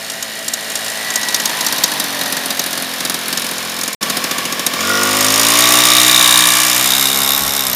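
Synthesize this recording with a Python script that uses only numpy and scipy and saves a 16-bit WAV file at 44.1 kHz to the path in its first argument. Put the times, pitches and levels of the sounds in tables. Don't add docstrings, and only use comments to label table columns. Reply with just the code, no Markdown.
import sys
import numpy as np
from scipy import signal
from scipy.fft import rfft, irfft, next_fast_len
from scipy.io import wavfile
from scipy.ndimage import uniform_filter1d

SR = 44100
rng = np.random.default_rng(int(sys.argv[2]) if len(sys.argv) > 2 else 0)


def generate_wav(signal):
    frames = np.transpose(np.atleast_2d(signal))
    scaled = np.clip(frames, -1, 1) * 32767
    pcm = np.round(scaled).astype(np.int16)
    wavfile.write(sys.argv[1], SR, pcm)


def volts_from_decibels(level):
    exponent = np.asarray(level, float) / 20
    return 10 ** exponent


N = 341775


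def in_time(rows):
    s, *columns = np.transpose(rows)
    return [np.interp(np.arange(N) / SR, s, c) for c in columns]


def at_place(values, place):
    return np.interp(place, np.linspace(0, 5, len(values)), values)


def rms_one(x):
    return x / np.sqrt(np.mean(x ** 2) + 1e-20)


def filtered(x, order, hz, kind):
    return signal.sosfilt(signal.butter(order, hz, kind, fs=SR, output="sos"), x)


def coloured(spectrum):
    size = next_fast_len(N)
    hz, db = np.transpose(spectrum)
    bins_hz = np.arange(size // 2 + 1) * SR / size
    gain = volts_from_decibels(np.interp(np.log(bins_hz + 1), np.log(hz), db))
    return rms_one(irfft(rfft(rng.standard_normal(size)) * gain, size)[:N])


def resonate(x, hz, width_hz):
    r = np.exp(-np.pi * width_hz / SR)
    feedback = [1, -2 * r * np.cos(2 * np.pi * hz / SR), r * r]
    return signal.lfilter([(1 - r * r) / 2, 0, (r * r - 1) / 2], feedback, x + 1e-18)


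def dying(clicks, rise_s, fall_s):
    up, down = np.exp(-1 / (rise_s * SR)), np.exp(-1 / (fall_s * SR))
    return signal.lfilter([1 - up], np.convolve([1, -up], [1, -down]), clicks + 1e-18)


def whole_turns(turns):
    return np.flatnonzero(np.diff(np.floor(turns)) > 0)


def per_turn(turns, uneven_db):
    clicks, at = np.zeros(N), whole_turns(turns)
    clicks[at] = volts_from_decibels(uneven_db * rng.standard_normal(len(at)))
    return clicks


# [t/s, relative crack level/dB, treble against the crack, level/dB]
FIRINGS = [(0.0985, -9, -12), (0.2248, -7, -14), (0.4802, -4.5, -14), (0.5351, -2.5, -17.5),
           (0.6989, -9, -14), (0.754, -4, -13), (0.8612, -11, -18), (1.1018, -7, -19), (1.1563, 1, -20),
           (1.2303, -4, -31), (1.285, -3, -14), (1.3434, 4.5, -19), (1.3982, -4, -19), (1.4545, 2, -14),
           (1.493, -7, -19), (1.6069, -2, -13), (1.6641, 1, -22), (1.724, -2.5, -12), (1.7816, -4, -18),
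           (1.8367, 7, -20), (1.9165, -7, -9), (1.9985, -2.5, -7), (2.0393, -10, -5), (2.2111, -5, -14),
           (2.2578, -8, -13), (2.3234, -5, -7), (2.367, -4, -12), (2.4577, -14.5, 3), (2.5045, -1.5, -16),
           (2.593, 2, -28), (2.6609, -11, 0.5), (2.7288, -7.5, -8), (2.7751, -7, -9), (2.822, -14, 1),
           (3.004, -5.5, -11), (3.05, -2.5, -13), (3.0966, -4, -8), (3.142, -5, -7), (3.2809, -20, 9),
           (3.3269, -3.5, -10), (3.3719, -2.5, -14), (3.4431, -13, -4), (3.5113, -20, 7), (3.7877, -16, -1),
           (3.8332, -5.5, -8), (3.8777, -6, -7), (4.6638, 3.5, -10.5), (4.8925, -7, -6), (5.0315, -2, -12),
           (5.2069, 1.5, -13), (5.245, 0, -9), (5.3397, -1, -16), (5.5022, -3, -5), (5.7209, -1, -3),
           (5.8531, 1, -3), (6.0947, -5, -6), (6.3735, 1, -6), (6.4707, -6, 1), (6.7783, -4, -7),
           (7.0847, -7, -6), (7.3192, 0, -23), (7.7303, -2, -25)]
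IDLE_S, IDLE_BEAT_S = (4.0272, 4.81), 0.0708
IDLE_CRACK_DB, IDLE_FADE_DB_PER_S, IDLE_TREBLE_DB = -2.5, 8.5, -10.5


def strong_firings():
    s = np.arange(*IDLE_S, IDLE_BEAT_S)
    s = s[np.abs(s[:, None] - np.array(FIRINGS)[:, 0]).min(axis=1) > IDLE_BEAT_S / 2]
    crack_db = IDLE_CRACK_DB - IDLE_FADE_DB_PER_S * (s - IDLE_S[0])
    beat = np.transpose([s, crack_db, np.full(len(s), IDLE_TREBLE_DB)])
    rows = np.vstack([FIRINGS, beat])
    return rows[np.argsort(rows[:, 0])].T


# [t/s, speed/(turns/s)]
SPEED = [(0, 55.6), (1, 54.4), (1.3, 53.5), (1.8, 51.9), (2, 47.8), (2.35, 44.8), (2.75, 43.6),
         (3.95, 43.5), (4, 42.4), (4.78, 42.4), (4.95, 50.6), (5.25, 52), (5.65, 60.2), (6, 61.6),
         (6.75, 61.7), (7.02, 67), (7.58, 70.1), (7.75, 59.5)]


def crank():
    speed, = in_time(SPEED)
    turns = np.cumsum(speed) / SR
    at = (strong_firings()[0] * SR).astype(int)
    slip = np.unwrap(2 * np.pi * turns[at]) / (2 * np.pi)
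    return turns - uniform_filter1d(np.interp(np.arange(N), at, slip), SR // 3)


# [multiple of the crank speed, relative level/dB]
ORDERS_COMING = [(1, -35), (2, -6), (3, -4), (4, 5), (5, 0.5), (6, -9.5), (7, -20), (8, 1.5), (9, -10.5),
                 (10, 0.5), (11, -21), (12, 9.5), (13, -23), (14, 4), (15, -11), (16, -6), (17, -46),
                 (18, -35), (19, 4), (20, -32), (21, -18)]
ORDERS_ALONGSIDE = [(1, -24), (2, -29), (3, -8), (4, -8.5), (5, -3.5), (6, 3.5), (7, -10), (8, -8.5),
                    (9, -10), (10, -9), (11, -10.5), (12, -7), (13, 3.5), (14, -10), (15, -12), (16, 0.5),
                    (17, -4), (18, -2), (19, -12), (20, -3), (21, -12.5)]
ORDERS_TURNING = [(1, -26), (2, -6.5), (3, -12), (4, -2.5), (5, 4.5), (6, -4), (7, -6), (8, -6), (9, -4),
                  (10, -10), (11, 2), (12, 4), (13, -20), (14, -9), (15, -18), (16, -14), (17, -18),
                  (18, -18), (19, -18), (20, -18), (21, -18)]
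ORDERS_BEHIND = [(1, -34), (2, -14), (3, -20), (4, -10), (5, -6), (6, -10.5), (7, -6.5), (8, -28),
                 (9, -9.5), (10, -9), (11, -8.5), (12, -30), (13, -19), (14, -11), (15, -22), (16, -22),
                 (17, -22), (18, -24), (19, -14), (20, -24), (21, -24)]
ORDERS_LEAVING = [(1, -23), (2, -10), (3, -8.5), (4, -10), (5, -0.5), (6, -12.5), (7, -16.5), (8, -25),
                  (9, -10), (10, -17), (11, -7), (12, -23), (13, -10), (14, -10), (15, -12), (16, -1),
                  (17, 2), (18, -1), (19, -4), (20, -20), (21, -16)]
ORDERS_FAR = [(1, -10), (2, -0.5), (3, 2.5), (4, 4.5), (5, -5.5), (6, -2), (7, -5), (8, -19), (9, 0),
              (10, -15), (11, -6), (12, 3), (13, -21), (14, -8), (15, -14), (16, 6.5), (17, -17), (18, -18),
              (19, -21), (20, 2), (21, -11)]
DRONE_DB = [-13.5, -11, -10.5, -7, -10.5, -11]


def drone(turns, place, level_db, spread=.45):
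    tables = np.array([ORDERS_COMING, ORDERS_ALONGSIDE, ORDERS_TURNING,
                       ORDERS_BEHIND, ORDERS_LEAVING, ORDERS_FAR])[:, :, 1]
    tables = tables - 10 * np.log10(np.sum(volts_from_decibels(tables) ** 2, axis=1, keepdims=True) / 2)
    out, slow = np.zeros(N), np.arange(N) / 3000
    wobble = rng.standard_normal((tables.shape[1], int(slow[-1]) + 2))
    for k, (db, w) in enumerate(zip(tables.T, wobble), 1):
        order_db = at_place(db, place) + 2.0 * np.interp(slow, np.arange(len(w)), w)
        out += volts_from_decibels(order_db) * np.cos(2 * np.pi * k * (turns - .15) - spread * k * k)
    return volts_from_decibels(level_db + at_place(DRONE_DB, place)) * out


def rumble(place, level_db):
    low = rms_one(filtered(rng.standard_normal(N), 2, [18, 70], "band"))
    return volts_from_decibels(level_db + at_place(DRONE_DB, place) - 35.0) * low


# [f/Hz, relative level/dB per Hz]
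CLATTER_SHUT = [(240, -15), (400, -8), (666, 0.5), (1160, -2.5), (1840, 4), (2180, -2.5), (3810, 0.5),
                (7500, -9.5), (10200, -8), (14800, -10), (16000, -45)]
CLATTER_NEAR = [(240, -74), (400, -11.5), (1140, 2), (1420, 1.5), (3210, 2), (3690, 2.5), (4310, -1.5),
                (11800, -11.5), (15000, -7), (16000, -35)]
CLATTER_FAR = [(240, -43), (400, -2.5), (1110, 11), (3260, 4), (3690, 14), (4380, 1.5), (8110, 2.5),
               (11800, -11), (14600, 6), (16000, -29)]
CLATTER_DB = [0.12, 0.1, 0.1, 0.078, 0.064, 0.085]


def clatter(turns, place, level_db):
    noise = np.zeros(N)
    for share, colour in (([1, 1, .3, 0, 0, 0], CLATTER_SHUT),
                          ([0, 0, .7, 1, 1, 0], CLATTER_NEAR),
                          ([0, 0, 0, 0, 0, 1], CLATTER_FAR)):
        noise += np.sqrt(at_place(share, place)) * coloured(colour)
    once, twice = np.cos(2 * np.pi * (turns - .2)), np.cos(4 * np.pi * (turns - .1))
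    noise = noise * volts_from_decibels(0.37 * once + 0.88 * twice)
    return noise, volts_from_decibels(level_db + at_place(CLATTER_DB, place)) * noise


# [f/Hz, basic width/Hz, relative level/dB at each of the six places]
PIPE = [(632, 140, -13, -25, -9, -16, -22, -9), (1036, 100, -20, -4, -7, -46, -4.5, -32),
        (1143, 117, -36, -26, -3, -0.5, -8.5, -27), (1430, 36, -25, -15, -13, 6, -45, -24),
        (1710, 140, -19, -15.5, -8, -35, -5, -37), (1920, 54, -4.5, -5, -24, -2, -12.5, -12.5),
        (2160, 62, -18.5, -26, -6, -16, -16, -13), (2342, 58, -10.5, -7, -5, -13, -4.5, -13)]
PIPE_CLATTER_DB = [-8, -8, -12, -16, -16, -12]
BUZZ_DB = [-8.5, -14.5, -6.5, -7.5, -9.5, -8]


def buzz(turns, noise, place, level_db):
    pulses, out = rms_one(per_turn(turns - .3, uneven_db=1.0)), np.zeros(N)
    drive = pulses + volts_from_decibels(at_place(PIPE_CLATTER_DB, place)) * noise
    for k, (hz, width_hz, *db) in enumerate(PIPE):
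        rung = resonate(resonate(drive, hz, 2.54 * width_hz), hz, width_hz)
        out += (-1) ** k * volts_from_decibels(at_place(db, place)) * rms_one(rung)
    return volts_from_decibels(level_db + at_place(BUZZ_DB, place)) * out


# [f/Hz, basic width/Hz, level/dB against the engine loudness]
TICK_MODES = [(3850, 140, -17), (4330, 120, -18)]


def chatter(turns):
    out = np.zeros(N)
    for hz, width_hz, db in TICK_MODES:
        knocks = per_turn(2 * turns, uneven_db=4)
        out += volts_from_decibels(db) * rms_one(resonate(resonate(knocks, hz, width_hz), hz, 2.5 * width_hz))
    return out


def street():
    return volts_from_decibels(-44.0) * rms_one(filtered(rng.standard_normal(N), 3, [130, 500], "band"))


TURN_CRACK_DB = [-0.5, 1, 11, 3.5, 4, 4.5]
THUMP_DB = [-16.5, -7.5, -3, -43, -33, -40]
IDLE_QUIET_DB = -29
CRACK_LAG_DB, CRACK_LAG_S = -7.5, 0.66


def firings(turns, place, level_db, throttle, idling, rolling):
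    s, peak_db, treble_db = strong_firings()
    strong = (s * SR).astype(int)
    at = whole_turns(turns)
    since_opening = np.arange(N) / SR - THROTTLE_OPENS_S
    lag = np.clip(1 - since_opening / CRACK_LAG_S, 0, 1) * ~rolling
    crack_db = level_db + at_place(TURN_CRACK_DB, place) + IDLE_QUIET_DB * idling + CRACK_LAG_DB * lag
    thump_db = level_db + at_place(THUMP_DB, place)
    uneven_db = 4.6 - 2.86 * throttle[at]
    size_db = crack_db[at] + 5.0 * throttle[at] + uneven_db * rng.standard_normal(len(at))
    free = np.abs(at[:, None] - strong).min(axis=1) > SR * .007
    crack, thump, treble = np.zeros((3, N))
    crack[at[free]] = volts_from_decibels(size_db[free])
    treble[at[free]] = volts_from_decibels(size_db[free] - 8.0)
    crack[strong] = volts_from_decibels(peak_db)
    treble[strong] = volts_from_decibels(peak_db + treble_db)
    thump[strong] = volts_from_decibels(thump_db[strong] + 0.26 * (peak_db - peak_db.mean()))
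    return crack, thump, treble


# [f/Hz, relative level/dB per Hz]
CRACK = [(300, -11), (1000, 0.5), (2500, -1.5), (4000, 9.5), (7000, 0.5), (10000, 7), (15000, -2.5),
         (17000, -51)]


def cracks(crack, treble):
    def burst(clicks):
        return dying(clicks, 0.0011, 0.0022) + volts_from_decibels(-12.0) * dying(clicks, 0.005, 0.0073)
    noise = coloured(CRACK)
    low, high = filtered(noise, 4, 8000, "low"), filtered(noise, 4, 8000, "high")
    return volts_from_decibels(-9.0) * burst(crack) * low + volts_from_decibels(3.0) * burst(treble) * high


# [f/Hz, basic width/Hz, gain level/dB, delay t/s]
SILENCER = [(184, 114, 43, 0.0015), (280, 123, 42, 0.0028), (380, 78, 34.5, 0.00601),
            (523, 114, 39.5, 0.00881)]


def thumps(clicks):
    push = filtered(clicks, 4, 140, "high")
    out = np.zeros(N)
    for hz, width_hz, db, late_s in SILENCER:
        rung = resonate(resonate(push, hz, 2.0 * width_hz), hz, width_hz)
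        out += volts_from_decibels(db) * np.roll(rung, int(late_s * SR))
    return out


def gas_rush(thump, noise):
    return volts_from_decibels(6) * dying(thump, rise_s=0.0034, fall_s=0.0049) * noise


# [f/Hz, basic width/Hz, relative level/dB at each of the six places]
BODY = [(2842, 160, -8.5, -26.5, -14, -21, -11, -10), (3815, 54, -11, -7, -9, -24, -14, -24),
        (4320, 57, -19, -15, -29, -51, -51, -56), (4695, 46, -13, -8, -19, -10, -10, -15),
        (5170, 440, -5, -8.5, 2, -1, -4, -2), (5610, 81, -4, -6.5, -4, -19, -13, -14),
        (5970, 175, -7, -4.5, -20, -17, -4.5, -13), (6517, 59, -4, -10, -4, -5.5, -6, -10),
        (6927, 197, -1, -18, 4.5, -2.5, 0, -8), (7505, 79, -1, -9, -10, -10, -5.5, -6.5),
        (8350, 360, -2, -28, -11, -15, -3.5, -14), (9340, 245, -23, -25, -5, 2, 1, -17),
        (9790, 510, -6, -15, -25, -37, -4, -25), (12230, 190, -6, -6, -20, -3, -7, -14),
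        (11760, 900, -17, -12.5, -15, -6, -3, 1), (13600, 570, -4, 6, -7, -9, -30, -7)]
BLOW_DB, BLOW_SPREAD_DB = -14.5, 3


def body(clicks, drive, place):
    out, at = np.zeros(N), np.flatnonzero(clicks)
    luck = rng.standard_normal((len(at), len(BODY)))
    sign, late = rng.choice([-1, 1], luck.shape), rng.random(luck.shape)
    for k, (hz, width_hz, *db) in enumerate(BODY):
        blows = np.zeros(N)
        when = np.minimum(at + (late[:, k] * .004 * SR).astype(int), N - 1)
        strength = sign[:, k] * volts_from_decibels(BLOW_SPREAD_DB * np.clip(luck[:, k], -2, 1.5))
        blows[when] = clicks[at] * strength * SR / (np.pi * width_hz)
        struck = resonate(resonate(blows, hz, 3 * width_hz), hz, 1.5 * width_hz)
        rung = volts_from_decibels(BLOW_DB) * struck + resonate(drive * np.sqrt(300 / width_hz), hz, width_hz)
        out += (-1) ** k * volts_from_decibels(at_place(db, place)) * rung
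    return filtered(out, 3, 900, "high")


# [start t/s, length t/s, starting f/Hz, basic level/dB]
WHISTLE = [(.88, .64, 1995, -24.5), (2.08, .46, 1935, -30)]


def whistle():
    t, out = np.arange(N) / SR, np.zeros(N)
    waver = rms_one(dying(rng.standard_normal(N), 0.0048, 0.0096))
    for s, length, hz, db in WHISTLE:
        age = np.clip(t - s, 0, length)
        swell = np.sin(np.pi * age / length) ** 1.2
        out += volts_from_decibels(db) * swell * np.sin(2 * np.pi * (hz - 150 * age / 2) * age)
    return out * (1 + 0.21 * waver)


# [middle t/s, level/dB at the middle, spread t/s to each side, top f/Hz]
PUFFS = [(1.054, -52, .03, 90), (5.9, -81, 0.029, 120), (6.115, -44, 0.018, 150), (6.31, -48, 0.043, 120),
         (7.233, -39, 0.036, 230), (7.403, -54, 0.044, 253), (7.448, -32, 0.054, 280),
         (7.73, -39, 0.054, 200)]


def wind():
    out, t = np.zeros(N), np.arange(N) / SR
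    noise = rng.standard_normal(N)
    for s, db, length, hz in PUFFS:
        low = rms_one(filtered(noise, 3, [25, hz], "band"))
        out += volts_from_decibels(db) * low * np.exp(-((t - s) / length) ** 2)
    return out


def roar(noise, level_db, hz=995, width_hz=270):
    near = np.exp(-((np.arange(N) / SR - 1.67) / 0.52) ** 2)
    rung = resonate(resonate(noise, hz, width_hz), hz, 2 * width_hz)
    return near * volts_from_decibels(level_db - 14.5) * rms_one(rung)


def hollow_note(noise, level_db, hz=1130, width_hz=60):
    rung = resonate(resonate(noise, hz, width_hz), hz, 2 * width_hz)
    return volts_from_decibels(level_db - 16) * rms_one(rung)


THROTTLE_OPENS_S, OPENING_S, THROTTLE_EASES_S, EASING_S = 4.75, 0.087, 7.355, 0.57


def throttle_opening():
    t = np.arange(N) / SR
    opening = (t - THROTTLE_OPENS_S) / OPENING_S
    easing = 1 - (t - THROTTLE_EASES_S) / EASING_S
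    return np.clip(np.minimum(opening, easing), 0, 1)


def ping(turns, hz, width_hz):
    out = per_turn(turns, uneven_db=2.2)
    for _ in range(3):
        out = resonate(out, hz, width_hz)
    return rms_one(out)


# [t/s, ping level/dB, very high ping level/dB, ping near 5.5 kHz level/dB]
PINGS = [(4.8, -35, -52, -32), (4.95, -32, -51, -24), (5.15, -40, -41, -39.5), (5.35, -27.5, -35, -18),
         (5.5, -22, -30, -27), (5.92, -15, -36, -21), (6.35, -12.5, -29, -28), (6.7, -28.5, -29, -28),
         (6.96, -16.5, -25.5, -43), (7.2, -25, -26, -40), (7.35, -19.5, -19.5, -31), (7.45, -36, -28, -29),
         (7.6, -16.5, -22, -25), (7.75, -34, -12, -30)]


def tailpipe_pings(turns, throttle):
    ping_db, high_ping_db, mid_ping_db = in_time(PINGS)
    out = volts_from_decibels(ping_db) * ping(turns, hz=3710, width_hz=400)
    out += volts_from_decibels(high_ping_db) * ping(turns, hz=11990, width_hz=750)
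    out += volts_from_decibels(mid_ping_db) * ping(turns, hz=5600, width_hz=630)
    return throttle * out


# [t/s, level/dB]
ENGINE = [
    [(0.0, -24), (0.44, -23.5), (1.02, -19.5), (1.68, -17), (2.75, -20), (3.62, -20), (3.93, -22)],
    [(4.05, -17.5), (4.19, -18), (4.67, -19.5), (4.95, -15), (5.62, -10), (5.91, -10), (6.21, -10),
     (7.75, -18)],
]
# [t/s, place: 0 coming, 1 alongside, 2 turning away, 3 close behind, 4 leaving, 5 far]
RIDE = [(.9, 0), (2.2, 1), (3.95, 1.68), (4.0, 1.5), (4.75, 1.6), (4.9, 3), (5.4, 3.5), (5.8, 3.5),
        (6.3, 4), (6.6, 4), (7.2, 5)]
SILENCE_S, FADE_IN_S = (3.949, 4.008), 0.008


def scene():
    t = np.arange(N) / SR
    (level_db,), (place,) = in_time(ENGINE[0] + ENGINE[1]), in_time(RIDE)
    throttle = throttle_opening()
    rolling = t < SILENCE_S[0]
    idling = (t > SILENCE_S[0]) * (1 - throttle) * (t < THROTTLE_EASES_S)
    turns = crank()
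    crack, thump, treble = firings(turns, place, level_db, throttle, idling, rolling)
    noise, rattle = clatter(turns, place, level_db)
    spit = cracks(crack, treble)
    casing_drive = volts_from_decibels(-4 + 3 * throttle) * rattle + volts_from_decibels(4) * spit
    engine = drone(turns, place, level_db) + buzz(turns, noise, place, level_db)
    engine += volts_from_decibels(-4.5) * rattle + rolling * volts_from_decibels(level_db) * chatter(turns)
    engine += spit + thumps(thump) + gas_rush(thump, noise) + body(crack, casing_drive, place)
    engine += whistle() + roar(noise, level_db)
    engine += idling * hollow_note(noise, level_db) + tailpipe_pings(turns, throttle)
    engine = filtered(engine, 3, 55, "high")
    heard = np.where(rolling, 1, np.clip((t - SILENCE_S[1]) / FADE_IN_S, 0, 1))
    return ((engine + rumble(place, level_db) + street() + wind()) * heard)[None]


def top_cut(x):
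    return signal.sosfilt(signal.butter(12, 16410, fs=SR, output="sos"), x)


def record(dry):
    dipped = dry - .85 * resonate(dry, 7950, 120)
    mix = np.clip(dipped, -1, 1)
    return top_cut(mix)


dry = scene()
out = record(dry)
generate_wav(out)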